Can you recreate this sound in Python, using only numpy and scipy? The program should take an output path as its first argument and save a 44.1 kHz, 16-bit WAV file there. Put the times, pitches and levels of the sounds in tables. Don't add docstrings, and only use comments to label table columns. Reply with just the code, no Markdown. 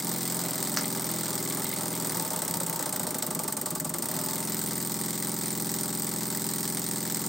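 import sys
import numpy as np
from scipy import signal
from scipy.fft import rfft, irfft, next_fast_len
from scipy.io import wavfile
from scipy.ndimage import uniform_filter1d, map_coordinates

SR = 44100
rng = np.random.default_rng(int(sys.argv[2]) if len(sys.argv) > 2 else 0)


def unload_audio(sound):
    columns = np.transpose(np.atleast_2d(sound))
    steps = np.round(np.clip(columns, -1, 1) * 32767)
    wavfile.write(sys.argv[1], SR, steps.astype(np.int16))


N = 321180

# time in seconds, speed in turns a second.
SPEED = [(0.0, 21.762), (0.42, 21.743), (0.5, 20.698), (0.67, 21.928), (1.46, 20.449), (1.65, 21.124),
         (2.03, 21.02), (2.4, 16.955), (2.93, 14.692), (3.1, 13.066), (3.38, 11.573), (3.84, 10.441),
         (3.98, 11.298), (4.04, 15.24), (4.15, 20.328), (4.35, 21.26), (4.65, 21.349), (7.28, 21.317)]
# crank angle in turns,
# hiss level in dB, fizz level in dB, opening in turns, decay in seconds, change towards standstill in dB.
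PUFFS = [(-.005, -26.5, -30.5, 0.029, 0.0025, 12.5), (.1, -35.5, -63, 0.05, 0.01, -8),
         (0.483, -25.5, -47, 0.024, 0.0066, 9.5), (0.65, -34.5, -60, 0.12, 0.022, -3.5)]
# frequency in Hz, level in dB.
HISS = [(300, -28), (1000, -17), (2000, -8.5), (2600, -20), (3300, -15), (4000, -9.5), (5200, -8),
        (6600, -8.5), (7700, -2.5), (8600, 3), (9400, -9), (10800, -16), (13000, -10), (16000, -6.5)]
# frequency in Hz, level in dB.
FIZZ = [(7000, -62), (11000, -20.5), (13000, 12), (13800, 20), (14800, 17), (15600, 8), (16500, -12.5)]
# frequency in Hz, level in dB.
SCATTER = [(3000, -78), (6000, -72), (8500, -13.5), (11000, 2), (14000, -20)]
# crank angle in turns, half length in turns,
# level at 1.5 times the usual speed in dB, change towards standstill in dB.
WHEEZES = [(.235, 0.045, -33.5, -26), (.795, 0.061, -29, -13.5)]
# frequency in Hz, level in dB.
WHEEZE = [(2000, -30), (5000, 8.5), (8000, -44), (11000, -24), (13000, -16), (14500, 16.5), (15600, 4),
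          (16500, -10)]
# crank angle in turns, relative level in dB,
# power of the speed that the force follows.
KNOCKS = [(0.017, -5.5, 0.85), (0.16, -6.5, -0.27), (0.518, -9, -.9), (0.632, -2, 0.5),
          (0.843, -7, -0.0039)]
# frequency in Hz, width in Hz, relative level in dB.
BENCH = [(84.8, 2, -11.5), (117.2, 15.8, -11.5), (163, 37.5, -6.5), (179.7, 9, -0.5), (216.1, 14, -5.5),
         (263.5, 22.4, -6), (290.4, 10.3, -7.5), (350, 18, -3.5), (358.3, 67.7, -6.5), (388.5, 24.3, -6),
         (481.6, 13, -18), (612, 25, -21.5), (771, 48, -22.5), (832, 5.7, -13.5), (917.7, 18, -16),
         (1030, 37, -35), (1130.4, 13, -20.5), (1338, 21, -30.5)]
# frequency in Hz, level in dB.
SPREAD = [(130, -19), (200, -51), (300, -16.5), (600, -9.5), (1200, -18)]
# crank angle in turns, relative level of the tick in dB.
TICKS = [(0.092, 7), (.585, 3.5)]
# frequency in Hz, level in dB.
TICK = [(500, -17), (1400, -12), (2000, 0), (2700, -13), (4500, -11), (6500, -4.5), (8300, 13.5),
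        (9500, -3), (13000, -12), (16000, -9)]
# frequency in Hz, level in dB.
RATTLE = [(150, -26), (350, 4.5), (470, 0.5), (605, 3.5), (700, 0), (920, 2), (1050, -0.5), (1200, 0),
          (1500, -6.5), (2200, -19), (3000, -15)]
# crank angle in turns, level in free running in dB,
# extra under the hand in dB.
CHATTER = [(.15, -50, 5.5), (.72, -50.5, 3)]
# frequency in Hz, level in dB.
CLATTER = [(1000, -20), (1600, -27), (2050, 13), (2600, -5), (3300, 5), (4200, 5.5), (6000, -18),
           (9000, -36)]
# start in seconds, end in seconds, crank angle in turns, half length in seconds,
# frequency in Hz, glide in Hz per second, relative level in dB.
RINGS = [(0, .9, .7, .011, 770, 0, -43), (0.45, 2.3, .8, .009, 605, 1000, -42),
         (2.15, 2.8, .04, .012, 918, 0, -38), (2.15, 2.8, .7, .005, 890, 0, -38),
         (2.2, 2.85, .05, .012, 275, 0, -37), (2.3, 2.85, .72, .009, 605, 0, -39),
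         (2.85, 3.27, .57, .006, 870, 0, -40), (2.85, 3.27, .67, .006, 720, 0, -39),
         (2.8, 3.27, .87, .009, 610, 0, -39), (2.85, 3.65, .14, .005, 860, 0, -39),
         (3.25, 4.2, .27, .012, 605, 0, -42), (3.27, 4.0, .64, .011, 1163, 0, -39),
         (3.27, 4.0, .61, .006, 850, 0, -39), (3.3, 3.85, .87, .006, 840, 0, -40),
         (2.85, 4.4, .68, .008, 605, 0, -41.5), (3.3, 4.05, .21, .011, 270, 9000, -36.5),
         (3.3, 4.05, .34, .01, 320, -8000, -35), (2.85, 3.3, .25, .009, 270, 5000, -38),
         (2.85, 4.05, .68, .009, 240, 4000, -38.5), (4.05, 4.45, .7, .012, 915, 0, -40),
         (4.05, 4.45, .2, .012, 890, 0, -42)]
# time in seconds, relative level in dB.
SPITS = [(0.627, -17), (2.6042, -26), (2.6972, -22), (2.759, -25), (2.925, -29), (2.9632, -24),
         (3.108, -26), (3.3506, -24), (3.5244, -24), (6.539, -28), (7.145, -23)]
# time in seconds, relative level in dB.
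CLICKS = [(0.7726, 1), (0.778, -24), (0.7846, -10)]
# frequency in Hz, level in dB.
SNAP = [(200, -23), (600, -6), (1000, -3), (1250, 7), (1900, 4), (2600, -7), (3500, -9), (4500, 3),
        (5800, 6.5), (8000, -10), (16000, -35)]
# time in seconds, relative level in dB.
THUMPS = [(2.115, -36), (2.161, -32), (2.215, -38), (2.364, -30.5), (2.502, -32), (2.562, -30),
          (2.625, -32), (2.689, -32.5), (2.753, -38), (3.021, -33), (3.279, -33.5), (3.36, -33.5),
          (3.719, -34.4), (3.812, -35), (3.867, -32), (3.907, -38), (4.158, -41), (4.202, -36)]
# frequency in Hz, time to fall by 60 dB in seconds.
ROOM = [(200, 0.053), (2000, 0.23), (8000, 0.14), (15000, 0.12)]
# frequency in Hz, level in dB.
FLOOR = [(25, -38), (60, 2), (130, 12), (450, 8), (1000, 11), (2700, -41), (8500, -28), (11000, -33),
         (16000, -51)]
# frequency in Hz, left minus right in dB.
LEAN = [(130, -.6), (290, -1.4), (640, .9), (3000, .7), (7000, -.3), (9000, -.5), (14000, 2.1)]

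HAND_OFF_S, SETTLE_S = 4.19, 0.81
LABOUR_SAG = 0.13
RATTLE_DB, RATTLE_LABOUR_DB, RATTLE_HAND_DB = -47, 2.5, 5
RATTLE_FRESH_DB = -1
FREE_WANDER_S, GRIP_WANDER_S = 0.0001, 0.00024
RING_DETUNE, PORT_DRIFT = 0.022, 0.025
SHUT_ANGLE, SHUT_TURNS, SHUT_DB = 0.42, 0.045, -4


def amp(db):
    return 10 ** (np.asarray(db) / 20)


def unit(x):
    return x / np.sqrt(np.mean(x ** 2) + 1e-20)


def along(points, hz):
    f, v = np.transpose(points)
    return np.interp(np.log(hz + 1), np.log(f + 1), v)


def filtered(x, response):
    m = next_fast_len(N + SR // 2)
    return irfft(rfft(x, m) * response(np.fft.rfftfreq(m, 1 / SR)), m)[..., :N]


def low_pass(x, top_hz):
    return filtered(x, lambda hz: 1 / (1 + (hz / top_hz) ** 10))


def noise(spectrum):
    return unit(filtered(rng.standard_normal(N), lambda hz: amp(along(spectrum, hz))))


def impulses(times, sizes):
    inside = (times >= 0) & (times < (N - 1) / SR)
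    return np.bincount((times[inside] * SR).astype(int), sizes[inside], N)


def struck(pushes, spectrum, size=2048):
    cepstrum = irfft(np.log(amp(along(spectrum, np.fft.rfftfreq(size, 1 / SR)))))
    cepstrum[1:size // 2] *= 2
    cepstrum[size // 2 + 1:] = 0
    ring = irfft(np.exp(rfft(cepstrum)))
    return signal.oaconvolve(pushes, ring / np.linalg.norm(ring))[:N]


def swell_shape(rise, decay):
    t = np.arange(SR // 10) / SR
    shape = (1 - np.exp(-(t / rise) ** 2)) * np.exp(-t / decay)
    return shape / shape.max()


def bursts(pushes, rise, decay):
    return signal.oaconvolve(pushes, swell_shape(rise, decay))[:N]


def wobble(rate):
    return map_coordinates(rng.standard_normal(4000), [np.arange(N) * rate / SR], mode='mirror')


def crank():
    s, turns_a_second = np.transpose(SPEED)
    speed = np.interp(np.arange(N) / SR, s, turns_a_second)
    return speed, np.cumsum(speed) / SR, speed / np.median(speed)


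def passes(angle, scatter_db, jitter):
    _, turns, pace = crank()
    clock = np.arange(N) / SR
    times = np.interp(np.arange(int(turns[-1]) + 1) + angle, turns, clock)
    late, strong = rng.standard_normal((len(times), 2)).T
    pace_then = np.interp(times, clock, pace)
    return times + jitter * late, pace_then, amp(scatter_db * strong)


def hand():
    return np.clip(1 - (np.arange(N) / SR - HAND_OFF_S) / SETTLE_S, 0, 1)


def labour():
    _, _, pace = crank()
    return np.clip((1 - pace) / LABOUR_SAG, 0, 1)


def drifting(x):
    return map_coordinates(x, [np.arange(N) + np.cumsum(PORT_DRIFT * wobble(45))], order=5, mode='mirror')


def exhaust(scatter_db=0.6, flutter_db=1.55, split_hz=6800, colour_db=1.1, soften_db=-5.5):
    speed, turns, pace = crank()
    hiss_power, fizz_power = np.zeros(N), np.zeros(N)
    for angle, hiss_db, fizz_db, opening, decay, slow_db in PUFFS:
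        stroke, since = np.divmod(turns - angle + 1, 1)
        chance_db = scatter_db * rng.standard_normal(200)[stroke.astype(int)]
        strength = amp(chance_db + slow_db * (0.5 - pace))
        swell = strength * (1 - np.exp(-(since / opening) ** 2)) * np.exp(-since / speed / decay)
        swell /= np.percentile(swell, 99)
        hiss_power += (amp(hiss_db) * swell) ** 2
        fizz_power += (amp(fizz_db) * swell) ** 2
    sputter = amp(flutter_db * unit(uniform_filter1d(rng.standard_normal(N), size=30)))
    body = amp(colour_db * wobble(40) + soften_db * (1 - pace))

    def jet():
        air = drifting(noise(HISS))
        tinted = air + (body - 1) * low_pass(air, split_hz)
        return sputter * (np.sqrt(hiss_power) * tinted + np.sqrt(fizz_power) * noise(FIZZ))

    mid = jet()
    side = filtered(jet(), lambda hz: amp(along(SCATTER, hz)))
    return np.array([mid + side, mid - side])


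def wheeze(scatter_db=1.5):
    _, turns, pace = crank()
    swell = np.zeros(N)
    for angle, length, db, slow_db in WHEEZES:
        away = (turns - angle + 0.5) % 1 - 0.5
        swell += amp(db + slow_db * (1.5 - pace)) * np.exp(-(away / length) ** 2 / 2)
    air = noise(WHEEZE) + 0.12 * np.array([noise(WHEEZE), noise(WHEEZE)])
    return swell * amp(scatter_db * wobble(30)) * air


def shut():
    _, turns, _ = crank()
    away = (turns - SHUT_ANGLE + 1 / 4) % 0.5 - 1 / 4
    return amp(SHUT_DB * np.exp(-(away / SHUT_TURNS) ** 2))


def looseness():
    return amp(RATTLE_DB + RATTLE_HAND_DB * hand() + RATTLE_LABOUR_DB * labour())


def shaken(blows, decay=0.035):
    t = np.arange(SR // 10) / SR
    ring = noise(RATTLE)[:len(t)] * np.exp(-t / decay)
    repeating = signal.oaconvolve(blows, ring)[:N]
    fresh = bursts(blows, rise=0.0017, decay=decay) * noise(RATTLE)
    return np.array([unit(repeating), unit(fresh)])


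def loose_parts():
    parts = np.zeros((2, N))
    for angle, _ in TICKS:
        times, _, strength = passes(angle, scatter_db=2.0, jitter=0.00008)
        parts += shaken(impulses(times, strength))
    return parts


def bench(f, low_hz=74):
    modes = 0
    for k, (centre, width, db) in enumerate(BENCH):
        mode = 1j * f * width / (centre * centre - f * f + 1j * f * width)
        modes = modes + (-1) ** k * amp(db) * mode
    return modes * f ** 10 / (f ** 10 + low_hz ** 10.)


def knocks(thump_db=23, shake_db=1, held_db=-1.5):
    pushes = np.zeros(N)
    for angle, db, power in KNOCKS:
        times, pace, strength = passes(angle, scatter_db=1.04, jitter=0.00005)
        wander = (FREE_WANDER_S + GRIP_WANDER_S * hand()) * wobble(6)
        times = times + np.interp(times, np.arange(N) / SR, wander)
        pushes += impulses(times, strength * amp(db) * pace ** power)
    repeating, fresh = loose_parts()
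    rattle = looseness() * unit(repeating + amp(RATTLE_FRESH_DB) * fresh)
    shake = amp(shake_db) * looseness() * unit(fresh)
    thump = filtered(amp(thump_db + held_db * labour()) * pushes + shake, bench)
    return thump, rattle


def ticks(fast_db=-30):
    pushes = np.zeros(N)
    for angle, db in TICKS:
        times, pace, strength = passes(angle, scatter_db=0.5, jitter=0.00021)
        pushes += impulses(times, strength * amp(db + fast_db * pace))
    return struck(pushes, TICK)


def clatter(power=2.2, rise=0.0017, decay=0.006):
    pushes = np.zeros(N)
    for angle, db, hand_db in CHATTER:
        times, pace, strength = passes(angle, scatter_db=5.0, jitter=0.0019)
        pushes += impulses(times, strength * pace ** power) * amp(db + hand_db * hand())
    return bursts(pushes, rise, decay) * noise(CLATTER)


def hum(order=4, hum_db=-65, slow_db=-30):
    _, turns, pace = crank()
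    return amp(hum_db + slow_db * (4 - pace)) * np.sin(2 * np.pi * order * turns)


def rings(ring_db=-2.0, puff_db=-10):
    tones, air = np.zeros(N), np.zeros(N)
    t = np.arange(-2000, 2001) / SR
    for start, end, angle, length, hz, glide, db in RINGS:
        times, _, strength = passes(angle, scatter_db=1.0, jitter=0.0008)
        detune, phase = rng.standard_normal((len(times), 2)).T
        for k in np.flatnonzero((times > max(start, t[-1])) & (times < end)):
            swell = amp(db) * strength[k] * np.exp(-(t / length) ** 2 / 2)
            span = int((times[k] + t[0]) * SR) + np.arange(len(t))
            pitch = hz * (1 + RING_DETUNE * detune[k])
            tones[span] += swell * np.cos(2 * np.pi * (pitch * t + glide * t * t / 2 + phase[k]))
            air[span] += swell * (hz > 500)
    return amp(ring_db) * tones + amp(puff_db) * air * noise(RATTLE)


def leak(leak_db=-46.5, top_hz=8800):
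    return amp(leak_db + 2 * wobble(52)) * labour() * low_pass(noise(HISS), top_hz)


def spits():
    times, db = np.transpose(SPITS)
    air = unit(noise(HISS) + 0.52 * noise(FIZZ))
    return bursts(impulses(times, amp(db)), rise=0.00049, decay=0.0016) * air


def click(ring_db=-31):
    times, db = np.transpose(CLICKS)
    pushes = impulses(times, amp(db))
    ring = bursts(pushes, rise=0.00052, decay=0.019) * noise(SNAP)
    return struck(pushes, SNAP) + amp(ring_db) * ring


def thumps(thump_db=1, body_hz=165, rise=0.0078, decay=0.016):
    times, db = np.transpose(THUMPS)
    t = np.arange(SR // 10) / SR
    boom = swell_shape(rise, decay) * np.sin(2 * np.pi * body_hz * t)
    return signal.oaconvolve(impulses(times, amp(db + thump_db)), boom)[:N]


def workshop(x):
    hz, t, z = signal.stft(rng.standard_normal((2, SR // 3)), SR, nperseg=256)
    fade = amp(-60 * t / along(ROOM, hz)[:, None])
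    tail = signal.istft(z * fade, SR, nperseg=256)[1]
    late = np.pad(x, (130, 0))[None]
    return signal.fftconvolve(late, tail / np.linalg.norm(tail[0]), axes=1)[:, :N]


def scene(room_db=-11, bench_room_db=-22, floor_db=-60):
    thump, rattle = knocks()
    low = thump + thumps() + hum()
    escaping_air = shut() * (exhaust() + wheeze() + leak())
    bright = escaping_air + spits() + ticks() + rattle + clatter() + rings() + click()
    side = filtered(low + rattle, lambda hz: 1j * amp(along(SPREAD, hz)))
    room = workshop(amp(room_db) * bright.mean(axis=0) + amp(bench_room_db) * low)
    floor = amp(floor_db) * np.array([noise(FLOOR), noise(FLOOR)])
    return bright + low + np.array([side, -side]) + room + floor


def record(dry, top_hz=15850):
    return filtered(dry, lambda hz: amp(np.outer([.5, -.5], along(LEAN, hz))) * (hz < top_hz))


dry = scene()
out = record(dry)
unload_audio(out)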